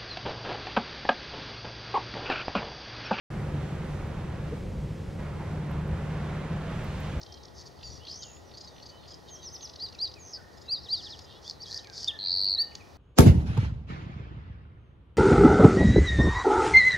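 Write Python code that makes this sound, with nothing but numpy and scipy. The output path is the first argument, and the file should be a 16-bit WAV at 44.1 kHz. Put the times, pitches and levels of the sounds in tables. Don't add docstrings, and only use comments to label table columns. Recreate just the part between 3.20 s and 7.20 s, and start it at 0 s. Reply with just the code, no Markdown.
import sys
import numpy as np
from scipy import signal
from scipy.fft import rfft, irfft
from scipy.io import wavfile
from scipy.ndimage import uniform_filter1d

SR = 44100
rng = np.random.default_rng(int(sys.argv[2]) if len(sys.argv) > 2 else 0)


def waveform_to_disk(signal):
    frames = np.transpose(np.atleast_2d(signal))
    scaled = np.clip(frames, -1, 1) * 32767
    samples = np.round(scaled).astype(np.int16)
    wavfile.write(sys.argv[1], SR, samples)


N = 176400


def undb(db):
    return 10 ** (np.asarray(db) / 20)


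def clock():
    return np.arange(N) / SR


def curve(table, column):
    rows = np.array(table)
    return np.interp(clock(), rows[:, 0], rows[:, column])


def walk(rate_hz):
    hold = max(int(SR / rate_hz), 2)
    steps = np.repeat(rng.standard_normal(400), hold)[:N]
    smooth = uniform_filter1d(uniform_filter1d(steps, hold), hold)
    return np.resize(smooth / smooth.std(), N)


def noise(spectrum):
    hz, db = np.array(spectrum, float).T
    log_hz = np.log(np.maximum(np.fft.rfftfreq(N, 1 / SR), 1))
    beyond = log_hz - np.clip(log_hz, np.log(hz[0]), np.log(hz[-1]))
    colour = undb(np.interp(log_hz, np.log(hz), db)) * np.exp(-2 * np.abs(beyond))
    coloured = irfft(rfft(rng.standard_normal(N)) * colour, N)
    return coloured / coloured.std()


def wide(spectrum, side_db, pan_db=0, lag_s=0):
    mid, side = noise(spectrum), undb(side_db) * noise(spectrum)
    delay = np.exp(-2j * np.pi * np.fft.rfftfreq(N, 1 / SR) * lag_s)
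    left = irfft(rfft(mid + side) * delay, N)
    return np.array([left * undb(pan_db / 2), (mid - side) * undb(-pan_db / 2)])


def swells(table, octaves):
    out = np.zeros(N)
    for at, half_length, hz, db in table:
        shape = np.exp(-((clock() - at) / half_length) ** 2)
        swell = shape * noise([(hz / 2 ** octaves, -12), (hz, 0), (hz * 2 ** octaves, -12)])
        out += undb(db) * swell * np.linalg.norm(shape) / np.linalg.norm(swell)
    return out


def wind():
    # (frequency [Hz], relative level [dB])
    spectrum = [(15, -16), (28, -4.5), (45, -2), (75, 0.5), (110, -0.5), (135, 0), (175, -5.5), (215, -5.5),
                (250, -20), (400, -35)]
    # (time [s], half-length [s], centre [Hz], level [dB])
    buffets = [(.355, 0.026, 136, -31), (.44, 0.0075, 139, -35), (.53, 0.0087, 156, -30.5),
               (.645, 0.01, 175, -32.5), (1.302, .012, 75, -32.5), (1.415, 0.026, 122, -36.5),
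               (1.6, 0.095, 52.6, -39), (2.73, 0.014, 71.5, -25.5), (3.325, 0.0214, 116, -34.5),
               (3.975, .02, 71, -28.5)]
    level_db, gust_db = -36.5, 0.35
    rumble = wide(spectrum, side_db=-26) * undb(level_db + gust_db * walk(12.0))
    return rumble + swells(buffets, octaves=0.44)


def far_sea():
    # (frequency [Hz], relative level [dB])
    spectrum = [(120, -2), (260, 0.5), (380, 0.9), (460, -2), (535, 0.5), (630, -10), (820, -11),
                (1500, -21), (3200, -39.5), (5500, -36), (10000, -41), (15500, -57)]
    level_db, heave_db = -44.5, 0.64
    return wide(spectrum, side_db=-8, pan_db=-0.5) * undb(level_db + heave_db * walk(6.46))


def near_surf():
    # (time [s], wash [dB], fizz [dB], foam [dB], gain on the foam's side signal [dB])
    surf = [(.1, -46.5, -65.5, -57, -2), (.45, -46, -56.5, -58.5, 1), (.72, -46.5, -61.5, -58.5, 0),
            (.89, -45.5, -60, -59, 0), (1.15, -48.5, -60.5, -60, -0.5), (1.37, -49.5, -64, -57.3, -2),
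            (1.44, -58, -68, -58, -15), (1.97, -57.5, -70, -58.5, -14), (2.0, -46.5, -64.5, -56.5, -4),
            (2.2, -48, -63, -59, -1), (2.42, -46.5, -62, -60.5, 1), (2.6, -45, -58.5, -60, -2),
            (2.74, -46, -62, -60.3, 1.5), (2.97, -44.5, -58, -60.5, -1), (3.15, -42.5, -56.5, -59, 1),
            (3.35, -44.6, -56, -60, 1), (3.62, -43, -56.5, -56, -1), (3.73, -45, -55, -57, .5),
            (3.85, -45, -53, -57, 0), (4, -45, -55, -58, 0)]
    # (frequency [Hz], relative level [dB])
    wash_spectrum = [(200, -8), (400, 0), (650, 2), (1000, -0.8), (1600, -3.5), (2300, -9.5), (3200, -20),
                     (5000, -34), (9000, -50)]
    fizz_spectrum = [(1100, -13), (1900, -2.5), (2800, 1.5), (3600, -0.5), (5000, -10), (7000, -13),
                     (10000, -36)]
    foam_spectrum = [(900, -5.5), (2000, 5), (3000, 0.5), (4500, -2), (7000, -6.5), (10000, -11.5),
                     (13000, -15), (15500, -21)]
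    lag_s = .000038
    churn_db = 0.65 * walk(16)
    wash = wide(wash_spectrum, side_db=-11.5, pan_db=-2.5, lag_s=lag_s / 2)
    wash *= undb(curve(surf, column=1) + churn_db)
    fizz = wide(fizz_spectrum, side_db=-7, pan_db=-2.5, lag_s=lag_s)
    fizz *= undb(curve(surf, column=2) + churn_db)
    foam = wide(foam_spectrum, side_db=-5, pan_db=0.3, lag_s=lag_s)
    foam *= undb(curve(surf, column=3) + walk(7.4))
    foam_mid = foam.mean(axis=0)
    foam_side = (foam - foam_mid) * undb(curve(surf, column=4))
    return wash + fizz + foam_mid + foam_side


def far_engine():
    # (time [s], hum [Hz], level [dB])
    course = [(.1, 145.7, -37), (.9, 147.5, -40), (1.5, 150.4, -38.5), (1.85, 149.2, -43.5),
              (2.2, 150, -37), (2.58, 150.1, -31), (2.73, 149.9, -35.5), (3.0, 151.3, -33.5),
              (3.5, 154, -36.5), (4, 153.6, -39)]
    # (multiple of the firing rate, relative level [dB])
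    orders = [(1, -10.5), (2, -1.5)]
    # (frequency [Hz], relative level [dB])
    rumble_spectrum = [(140, -16), (165, 0), (185, -2), (215, -8), (245, -14.5)]
    waver_db, rumble_db, wander_rad = 1.1, -6.5, 0.28
    hum_phase = 2 * np.pi * np.cumsum(curve(course, column=1)) / SR + wander_rad * walk(22)
    firing_phase = hum_phase / 2
    hum = np.zeros(N)
    for order, db in orders:
        amplitude = np.sqrt(2) * undb(db + waver_db * walk(18))
        hum += amplitude * np.sin(order * firing_phase + 2 * np.pi * rng.random())
    rumble = undb(rumble_db) * noise(rumble_spectrum)
    return (hum + rumble) * undb(curve(course, column=2))


def sloshes():
    # (time [s], half-length [s], centre [Hz], level [dB])
    slops = [(.33, 0.024, 320, -42), (2.216, 0.034, 826, -46), (2.68, 0.028, 403, -44)]
    return swells(slops, octaves=0.38)


def bubble_ticks():
    # (time [s], pitch [Hz], level [dB], decay [s])
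    bursts = [(.87, 13500, -59, .0007), (1.49, 13900, -60, .0007), (2.514, 12000, -50.5, .0013),
              (2.679, 14300, -56.5, .0007), (3.6425, 14300, -48, .0008), (3.8055, 14300, -44.5, 0.0011)]
    scatter_width_hz, tail_db, tail_s = 1700, -13, .004
    out = np.zeros((2, N))
    for at, hz, db, decay in bursts:
        age = np.maximum(clock() - at, 0)
        ring = np.exp(-age / decay) * np.sin(2 * np.pi * hz * age)
        band = signal.iirpeak(hz, hz / scatter_width_hz, fs=SR)
        scatter = signal.lfilter(*band, rng.standard_normal((2, N)))
        tail = (age > 0) * undb(tail_db) * np.exp(-age / tail_s)
        out += undb(db) * (ring + tail * scatter / scatter.std())
    return out


def glugs():
    # (time [s], pitch [Hz], half-length [s], level [dB])
    pockets = [(1.288, 297.3, 0.0076, -42), (1.33, 460, 0.0081, -30), (1.336, 278, 0.0061, -31.5)]
    rise_per_s = 4.8
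    out = np.zeros(N)
    for at, hz, half_length, db in pockets:
        age = clock() - at
        phase = 2 * np.pi * hz * age * (1 + rise_per_s * age / 2)
        out += undb(db) * np.exp(-(age / half_length) ** 2) * np.sin(phase)
    return out


def scene():
    return wind() + far_sea() + near_surf() + far_engine() + sloshes() + bubble_ticks() + glugs()


def record(dry):
    start_s, fade_s, top_hz = 0.102, .002, 15700
    fade_in = np.clip((clock() - start_s) / fade_s, 0, 1)
    lowpass = signal.ellip(10, .2, 80, top_hz, fs=SR, output="sos")
    return signal.sosfilt(lowpass, dry * fade_in)


dry = scene()
out = record(dry)
waveform_to_disk(out)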